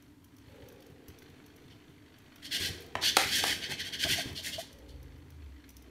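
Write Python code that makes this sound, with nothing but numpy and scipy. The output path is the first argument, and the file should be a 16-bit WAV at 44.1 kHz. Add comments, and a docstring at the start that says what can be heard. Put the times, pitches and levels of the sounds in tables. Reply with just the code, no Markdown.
"""Small motors whirr in quick strokes and a steel ball knocks on glass, then rolls and settles.
The ball sits on a glass plate kept level by servos (geared motors); a hand drags it aside and lets go.
The servos' gear teeth make the whirr, and their effort shakes the desk and makes the plate chatter.
A low drone swells as the ball comes to rest. Between strokes the servos tick as they hold the plate,
over the low hum of electronics in a small office."""
import sys
import numpy as np
from scipy import signal
from scipy.fft import rfft, irfft, next_fast_len
from scipy.io import wavfile
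from scipy.ndimage import map_coordinates

SR = 44100
rng = np.random.default_rng(int(sys.argv[2]) if len(sys.argv) > 2 else 0)


def file_out(sig):
    """Save sig as 16-bit WAV at sys.argv[1]."""
    # one column per channel
    cols = np.atleast_2d(sig).T
    # limit, then scale
    lim = np.clip(cols, -1, 1)
    pcm = np.round(lim * 32767).astype(np.int16)
    wavfile.write(sys.argv[1], SR, pcm)


N = 260190

# Levels in the tables are relative: the functions add their own gains.
AIR_SPECTRUM = [(15, -49), (25, -26), (64, -10.5), (178, -4), (281, 3), (509, -16.5), (804, -23.5),
                (919, -13), (1140, -17), (2010, -25), (10400, -31.5), (14300, -30.5), (15500, -41)]  # room noise: pitch_hz, level_db
HUM_BANDS = [(75, 27, -4), (104.2, 3, 6), (252.5, 13.5, 1), (294.3, 10.2, 5), (327.5, 5.4, -5.5),
             (425, 6.8, -4)]  # fans and electronics: pitch_hz, width_hz, level_db
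FAN_SPECTRUM = [(30, -4), (70, -3.5), (400, -5), (900, -30.5)]  # noise behind the hum: pitch_hz, level_db
ROOM_DECAY = [(150, 0.24), (1000, 0.34), (4000, 0.47), (14000, 0.14)]  # the echo: pitch_hz, ring_s (time to fade by 60 dB)
DRONE_PATH = [(4.65, -77, 62), (4.93, -52, 75), (5.15, -55, 81.8), (5.35, -51.5, 78.7), (5.52, -47, 68.5),
              (5.62, -69, 64.4), (5.76, -57, 65.1), (5.9, -58, 62.8)]  # the drone swells and bends: time_s, level_db, pitch_hz
LOW_TONES = [(4.7, 5.28, 57, -52), (5.48, 5.6, 71, -50.5), (4.82, 5.52, 131, -57)]  # tones that come and go: start_s, end_s, pitch_hz, level_db

# the platform jolts on the desk (hard jolts shudder, soft ones throb): start_s, level_db, hardness_db
JOLTS = [(0.469, -51, -10), (.605, -46.5, -5), (.9, -50, -8.5), (1.085, -44, -3), (1.29, -49, -8),
         (1.39, -51, 9), (1.652, -46.5, -2), (1.889, -47.5, -4), (2.6, -36, 2.5), (2.69, -39, -8.5),
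         (2.955, -36, 2.5), (3.25, -40, -3.5), (3.37, -41, -1), (3.69, -35.5, -3.5), (4.045, -35.5, 0.5),
         (4.092, -30.5, -4.5), (4.258, -33.5, 2), (4.311, -41, 2), (4.55, -52, -4.5)]
DESK_SPECTRUM = [(30, -35), (60, -7), (92, 2.5), (115, -16), (160, -5.5), (300, -3.5), (420, -16),
                 (540, -17.5), (750, -30.5), (1000, -19), (1350, -23.5), (2000, -53)]  # the desk shuddering: pitch_hz, level_db
DESK_MODES = [(86.2, -2, 0.51), (144.13, -7.5, 0.46), (175, -6, 0.1), (223, -5.5, 0.06), (289, -3.5, 0.069),
              (386.3, -4.5, 0.25)]  # the desk's own notes: pitch_hz, level_db, ring_s
THROB_SPECTRUM = [(25, -28), (42, -30), (58, -9), (75, 4.5), (100, 3.5), (135, 2.5), (170, -1), (260, -39)]  # the plate swaying on its legs: pitch_hz, level_db
CHATTER_BANDS = [(394, 61, -7), (583, 75, -2.5), (666, 42, 7.5), (840, 57, -2), (1097, 340, -25)]  # the plate on its mounts: pitch_hz, width_hz, level_db
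RATTLES = [(3.711, -36.5), (4.049, -33.5), (4.154, -36), (4.183, -36.5), (4.389, -48), (4.581, -37)]  # the plate rattles as it changes direction: start_s, level_db

TICKS = [(.024, -54.5), (.244, -50.5), (.366, -54), (.384, -53), (.686, -45.5), (.724, -52.5), (.805, -53),
         (.824, -53), (.865, -53), (1.083, -43), (1.187, -48.5), (1.225, -53), (1.463, -50), (1.563, -51.5),
         (2.185, -51.5), (2.359, -48.5), (2.806, -45), (2.822, -47), (2.864, -48.5), (4.329, -46),
         (4.729, -46.5), (4.787, -53), (5.029, -51), (5.304, -52), (5.691, -44), (5.704, -47),
         (5.767, -45.5), (5.823, -50.5)]  # the clearest ticks of slack gears: start_s, level_db
TICK_SPECTRUM = [(800, -25), (2200, -2), (3200, 4.5), (4500, -1), (5000, 5.5), (6000, 11), (7500, -3.5),
                 (10000, 2.5), (12000, 7.5), (15500, 2.5)]  # one tick: pitch_hz, level_db
CREEP_LEVELS = [(0, -64), (.2, -72.5), (.55, -60), (.95, -64.5), (1.25, -60.5), (2.05, -64.5), (2.4, -58.5),
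                (4.7, -64.5), (5.9, -64)]  # faint gear creep and stray ticks: time_s, level_db
CREEP_SPECTRUM = [(300, 7.5), (900, 1), (2000, 2.5), (2600, 0), (3200, -3.5), (4500, -6), (5000, -16),
                  (6000, -10), (7500, -14.5), (10400, -19), (12000, -18), (15500, -29)]  # creeping gears: pitch_hz, level_db
STROKES = [(1.696, .031, -53, -5, -16), (2.417, 0.016, -41.5, -1, -6.5), (2.437, .022, -34, -4.5, -9.5),
           (2.502, 0.07, -29, -4.5, -9), (2.574, .11, -33.5, -1.5, -5.5), (3.007, .091, -24.5, -8, -10),
           (3.147, 0.1, -33, 3.5, -3.5), (3.237, 0.075, -36, 2, -6.5), (3.3, .11, -28, -2.5, -5.5),
           (3.404, .13, -31.5, 0, -5), (3.6, 0.062, -34.5, -4, -18), (3.68, 0.057, -34.5, 0, -10),
           (3.772, .044, -32, -2.5, -13.5), (3.822, 0.0675, -40, -2, -9), (3.917, 0.032, -29.5, -2, -14),
           (3.981, 0.041, -28.5, -6.5, -12), (4.012, .034, -25, -2, -7.5), (4.065, .083, -28, -1.5, -6),
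           (4.149, 0.069, -34, -1.5, -7.5), (4.235, .07, -48, -0.5, -9.5), (4.344, 0.053, -35, -15.5, -11),
           (4.421, 0.072, -38.5, 1.5, 0), (4.51, 0.041, -33, -11.5, -12), (4.569, 0.044, -40, -4, -2.5),
           (4.877, 0.023, -50, -13, -7)]  # servo moves: start_s, length_s, whirr_db, growl_offset_db, rasp_offset_db
RUN_ON_DB = [-15.5, -9, -12.5]  # what is left as the gears run on: whirr_db, growl_db, rasp_db
CASE_BANDS = [(2842, 70, -4.5), (3072, 165, -0.5), (3250, 177, 0.5), (3454, 300, -2), (3697, 350, -6.5),
              (4050, 190, -6.5), (4323, 126, -3.5), (4544, 82, -2.5), (4950, 360, -14.5), (5421, 144, -10),
              (6082, 240, -14)]  # the servo case whirrs: pitch_hz, width_hz, level_db
FRAME_BANDS = [(1580, 210, -0.5), (1948, 185, 3), (2135, 370, -1), (2636, 167, -3.5)]  # the frame growls: pitch_hz, width_hz, level_db
RASP_SPECTRUM = [(1300, -53), (2500, -6), (5500, 2), (6200, -2), (6600, -1.5), (7000, -1.5), (7900, -5),
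                 (8700, -3), (9700, -2.5), (10600, -8), (11500, -4.5), (13500, -9), (15500, -14)]  # teeth scraping: pitch_hz, level_db

ROLLS = [(.42, -53, 12, 535.2), (1.401, -63, 26, 400), (2.48, -51, 8.5, 436.5), (3.302, -52.5, 30, 470),
         (4.05, -59, 48, 418.7), (4.67, -55.5, 30.5, 529.4), (5.74, -59, 17, 397)]  # the ball is set rolling: start_s, level_db, fade_db_per_s, start_pitch_hz
KNOCKS = [(2.953, -17, -11.5), (3.028, -29, -16), (3.168, -4.5, -4.5), (3.184, -21, -1.5),
          (3.215, -28, 10.5), (3.438, -15, -5.5)]  # the ball hits the glass: start_s, level_db, hardness_db
KNOCK_SPECTRUM = [(80, -35), (280, -12.5), (520, -6.5), (780, -3), (1100, -8.5), (1550, -5), (2200, -7),
                  (3300, 1.5), (6000, -8), (10000, -11), (15500, -18)]  # one clack: pitch_hz, level_db
HARDNESS_TILT = [(1200, 0.029), (4000, 1.62), (12000, 2.46)]  # treble lift: pitch_hz, db_per_hardness_db
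GLASS_MODES = [(291.14, 17, 0.081), (459.9, -3, 0.3382), (591.6, 1.5, 0.27), (713, -12, 0.23),
               (817.5, -49, 0.067), (957, 6.5, 0.2), (1084, -29, 0.13), (1264, 1, 0.54), (1342, 9, 0.26),
               (1556, -26, 0.26), (1870, -15, 0.35), (2236, 8, 0.41)]  # the plate's own notes: pitch_hz, level_db, ring_s


def amp(db):
    """Turn decibels into a gain."""
    return 10 ** (np.asarray(db) / 20)


def unit(x):
    """Scale to an average strength (rms) of 1."""
    return x / np.sqrt(np.mean(x ** 2) + 1e-20)


def along(points, hz):
    """Read between (pitch_hz, value) points on a log pitch scale."""
    pitches, values = np.transpose(points)
    return np.interp(np.log(hz + 1), np.log(pitches + 1), values)


def curves(rows):
    """One value per sample for each column after the time."""
    times, *columns = np.transpose(rows)
    return [np.interp(np.arange(N) / SR, times, column) for column in columns]


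def wobble(rate):
    """A smooth curve through `rate` random values a second."""
    return map_coordinates(rng.standard_normal(int(N * rate / SR) + 4), [np.arange(N) * rate / SR])


def noise():
    """White noise."""
    return rng.standard_normal(N)


def add(track, start_s, sound):
    """Mix a sound into the track."""
    part = track[round(start_s * SR):][:len(sound)]
    part += sound[:len(part)]


def filtered(x, response):
    """Multiply each frequency in x by response(hz)."""
    size = next_fast_len(N + SR // 2)
    return irfft(rfft(x, size) * response(np.fft.rfftfreq(size, 1 / SR)), size)[:N]


def coloured(x, spectrum):
    """Shape x by a spectrum, at rms 1."""
    return unit(filtered(x, lambda hz: amp(along(spectrum, hz))))


def shaped_burst(x, gain_db, size=4096):
    """Filter a burst so that nothing sounds before it starts (minimum phase)."""
    cepstrum = irfft(np.log(amp(gain_db(np.fft.rfftfreq(size, 1 / SR)))))
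    cepstrum[1:size // 2] *= 2
    cepstrum[size // 2 + 1:] = 0
    return signal.fftconvolve(x, irfft(np.exp(rfft(cepstrum))))[:len(x)]


def resonate(x, bands):
    """Pass x through steady resonances, at rms 1."""
    def response(f):
        return sum((-1) ** k * amp(db) * 1j * f * width / (hz * hz - f * f + 1j * f * width)
                   for k, (hz, width, db) in enumerate(bands))
    return unit(filtered(x, response))


def rattling(x, bands, shift_db=2.0, shift_rate=55):
    """As the load moves around the housing, each resonance comes and goes on its own."""
    out = np.zeros(N)
    for k, (hz, width, db) in enumerate(bands):
        ring = signal.lfilter(*signal.iirpeak(hz, hz / width, SR), x)
        out += (-1) ** k * amp(db + shift_db * wobble(shift_rate)) * ring
    return unit(out)


def ringing(modes, vary_db=2):
    """A struck object's fading notes, a little different each time, at peak 1."""
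    t = np.arange(SR // 2) / SR
    ring = sum(amp(db + rng.normal(0, vary_db) - 60 * t / ring_s)
               * np.sin(2 * np.pi * (hz * t + rng.random())) for hz, db, ring_s in modes)
    return ring / abs(ring).max()


def room_echo(x, delay_s=.012):
    """The office echoes; the highest treble dies first."""
    hz, t, spectrum = signal.stft(rng.standard_normal(SR // 2), SR, nperseg=256)
    fade = amp(-60 * t / along(ROOM_DECAY, hz)[:, None])
    tail = signal.istft(spectrum * fade, SR, nperseg=256)[1]
    return signal.fftconvolve(np.pad(x, (round(delay_s * SR), 0)), tail / np.linalg.norm(tail))[:N]


def electronics(hum_db=-61, air_db=-63):
    """A steady fan hum in quiet room air."""
    hum = resonate(coloured(noise(), FAN_SPECTRUM), HUM_BANDS)
    return amp(hum_db) * hum + amp(air_db) * coloured(noise(), AIR_SPECTRUM)


def drone(waver_db=2.0, flutter_rate=24):
    """A low hum flutters, bends up and sinks while the ball settles; a few low tones join it."""
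    db, hz = curves(DRONE_PATH)
    t = np.arange(N) / SR
    flutter = amp(waver_db * wobble(flutter_rate))
    out = amp(db) * unit(flutter * np.sin(2 * np.pi * np.cumsum(hz) / SR))
    for start, end, tone_hz, tone_db in LOW_TONES:
        swell = np.sin(np.pi * np.clip((t - start) / (end - start), 0, 1))
        flutter = amp(waver_db * wobble(flutter_rate))
        tone = np.sin(2 * np.pi * tone_hz * t + .5 * wobble(16))
        out += amp(tone_db) * swell * unit(flutter * tone)
    return out


def frame_shake(load, fade_s=0.039, full_load_db=-31):
    """The frame stores the motors' effort and lets it die away; 1 at full load."""
    keep = np.exp(-1 / (fade_s * SR))
    return np.sqrt(signal.lfilter([1 - keep], [1, -keep], load ** 2)) / amp(full_load_db)


def desk_rumble(shake, shudder_db=-48, rest_db=-65.5, sway_db=-57, throb_db=-13, kick_db=-14, ring_db=-3):
    """Servos shake the desk and the plate throbs on its legs; each jolt stirs both and rings the desk."""
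    t = np.arange(SR // 2) / SR
    shudder = amp(shudder_db) * shake ** 0.63
    sway = amp(rest_db + 1.7 * wobble(4.1)) + amp(sway_db) * shake
    onset = 1 - np.exp(-t / 0.0012)
    stir = onset * np.exp(-t / 0.036)
    for start, db, hardness_db in JOLTS:
        add(shudder, start, amp(db + kick_db + hardness_db) * stir)
        add(sway, start, amp(db + throb_db - hardness_db) * stir)
    out = shudder * coloured(noise(), DESK_SPECTRUM) + sway * coloured(noise(), THROB_SPECTRUM)
    for start, db, _ in JOLTS:
        add(out, start, amp(db + ring_db) * ringing(DESK_MODES) * onset)
    return out


def plate_chatter(shake, chatter_db=-55, rattle_db=-8.0, rattle_s=0.0227):
    """The harder the plate is shaken, the more it chatters, with a few louder rattles."""
    t = np.arange(SR // 4) / SR
    level = amp(chatter_db) * shake ** 0.58
    rattle = (1 - np.exp(-t / 0.0013)) * np.exp(-t / rattle_s)
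    for start, db in RATTLES:
        add(level, start, amp(db + rattle_db) * rattle)
    bursts = noise() * amp(1.5 * wobble(40))
    return level * rattling(bursts, CHATTER_BANDS, shift_db=6.0, shift_rate=30)


def gear_teeth(speed=1, mesh_hz=640, chance_rate=2500, flutter_db=1.17):
    """Teeth strike at a rate that follows the speed, each a little off time, among chance collisions."""
    teeth_passed = np.cumsum(mesh_hz * speed * amp(.4 * wobble(25))) / SR
    strikes = np.diff(np.floor(teeth_passed + .18 * wobble(mesh_hz)), prepend=0) != 0
    collisions = (rng.random(N) < chance_rate / SR) * noise()
    return (strikes * amp(2 * noise()) * 2 + collisions) * amp(flutter_db * wobble(190))


def servo_ticks(tick_db=2.5, ring_s=0.033, creep_db=-3, twitch_db=-6, pulse_hz=50, stray_share=.17):
    """Holding servos twitch once per control pulse: mostly a faint creep, at times a slack gear ticks."""
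    out, t = np.zeros(N), np.arange(SR // 10) / SR
    level_db, = curves(CREEP_LEVELS)
    pulses = np.arange(int(N * pulse_hz / SR)) / pulse_hz
    strays = [(s, level_db[int(s * SR)] - 1) for s in pulses[rng.random(len(pulses)) < stray_share]]
    for start, db in list(TICKS) + strays:
        burst = rng.standard_normal(len(t)) * amp(-60 * t / ring_s)
        tick = shaped_burst(burst, lambda hz: along(TICK_SPECTRUM, hz))
        add(out, start, amp(db + tick_db) * tick / abs(tick).max())
    # every pulse gives a kick of its own size, which dies before the next
    cycle = np.arange(N) * pulse_hz / SR
    sizes = amp(3.5 * rng.standard_normal(int(cycle[-1]) + 1))
    kicks = sizes[cycle.astype(int)] * np.exp(-3 * (cycle % 1))
    twitch = rattling(noise() * kicks, CASE_BANDS + FRAME_BANDS, shift_db=2.5, shift_rate=25)
    creep = coloured(gear_teeth(chance_rate=9000), CREEP_SPECTRUM)
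    return out + amp(level_db) * (amp(creep_db) * creep + amp(twitch_db) * twitch)


def motor_strokes(rise_s=.013, coast_s=.017, arch_db=4, run_on_s=0.093, full_stroke_s=.11):
    """Each stroke spins up, swells and coasts. Gives speed and the strength of whirr, growl and rasp."""
    t, power, speed = np.arange(SR) / SR, np.zeros((3, N)), np.zeros(N)
    for start, length, db, growl_db, rasp_db in STROKES:
        after = np.maximum(t - length, 0)
        rise = (1 - np.exp(-t / rise_s)) ** 2
        arch = amp(arch_db * (np.sin(np.pi * np.minimum(t / length, 1) ** 1.6) - 1))
        spin = rise * np.exp(-after / coast_s) * arch
        # the gears run on faintly, less after a short stroke
        run_on = rise * length / full_stroke_s * np.exp(-after / run_on_s)
        add(speed, start, spin)
        for band, level_db, run_on_db in zip(power, (db, db + growl_db, db + rasp_db), RUN_ON_DB):
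            add(band, start, (amp(level_db) * np.maximum(spin, amp(run_on_db) * run_on)) ** 2)
    return speed, *np.sqrt(power)


def servo_gears(speed, whirr, growl, rasp, whirr_db=-3.0, growl_db=-4.5, low_cut_hz=1450):
    """The turning gears ring the case and the frame, and their teeth scrape."""
    strikes = gear_teeth(.7 + .3 * np.minimum(speed, 1))
    case = amp(whirr_db) * whirr * rattling(strikes, CASE_BANDS)
    frame = amp(growl_db) * growl * rattling(strikes, FRAME_BANDS)
    scrape = rasp * coloured(gear_teeth(chance_rate=12000), RASP_SPECTRUM)
    # parts this small give off little bass
    return filtered(case + frame + scrape, lambda hz: 1 - 1 / (1 + (hz / low_cut_hz) ** 20))


def ball_rolling(roll_db=-1, width_hz=105, overtone_db=-12, rise_s=0.19, slow_hz=380.3, slowing_s=.5):
    """The ball rides over tiny bumps: a narrow rumble that fades and sinks in pitch as each run slows."""
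    def rumble(phase):
        return wobble(2 * width_hz) * np.cos(phase) + wobble(2 * width_hz) * np.sin(phase)
    level, t = np.zeros(N), np.arange(N) / SR
    pitch_hz = np.full(N, slow_hz)
    rise = np.sin(np.pi / 2 * np.minimum(t / rise_s, 1)) ** 2
    for start, db, fade_db_per_s, start_hz in ROLLS:
        add(level, start, amp(db - fade_db_per_s * t) * rise)
        sinking_hz = slow_hz + (start_hz - slow_hz) * np.exp(-abs(t - start) / slowing_s)
        pitch_hz = np.where(t < start, pitch_hz, sinking_hz)
    phase = 2 * np.pi * np.cumsum(pitch_hz) / SR
    return amp(roll_db) * level * unit(rumble(phase) + amp(overtone_db) * rumble(1.75 * phase))


def ball_knocks(clack_s=0.027, snap=5, lag_s=0.000988, ring_db=-22):
    """Each hit of the ball is a short clack, and the glass rings on after it."""
    out, t = np.zeros(N), np.arange(SR // 2) / SR
    # bending waves in glass: the treble arrives first, 1 kHz after lag_s, the bass later still
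    spread = np.exp(-4j * np.pi * lag_s * np.sqrt(1000 * np.fft.rfftfreq(len(t), 1 / SR)))
    for start, db, hardness_db in KNOCKS:
        burst = rng.standard_normal(len(t)) * amp(-60 * t / clack_s) + snap * (t == 0)
        wave = irfft(rfft(burst) * spread)
        clack = shaped_burst(
            wave, lambda hz: along(KNOCK_SPECTRUM, hz) + hardness_db * along(HARDNESS_TILT, hz))
        add(out, start, amp(db) * (clack / abs(clack).max() + amp(ring_db) * ringing(GLASS_MODES)))
    return out


def scene(knock_echo_db=-7, servo_echo_db=-11):
    """Platform, ball and electronics, close by in a small office, in one channel."""
    speed, whirr, growl, rasp = motor_strokes()
    shake = frame_shake(growl)
    knocks = ball_knocks()
    servos = servo_gears(speed, whirr, growl, rasp) + servo_ticks()
    echo = room_echo(amp(knock_echo_db) * knocks + amp(servo_echo_db) * servos)
    platform = desk_rumble(shake) + plate_chatter(shake)
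    return (knocks + servos + echo + platform + ball_rolling() + drone() + electronics())[None]


def record(dry):
    """Cut away the very highest treble."""
    return np.array([filtered(channel, lambda hz: hz < 15650) for channel in dry])


dry = scene()
out = record(dry)
file_out(out)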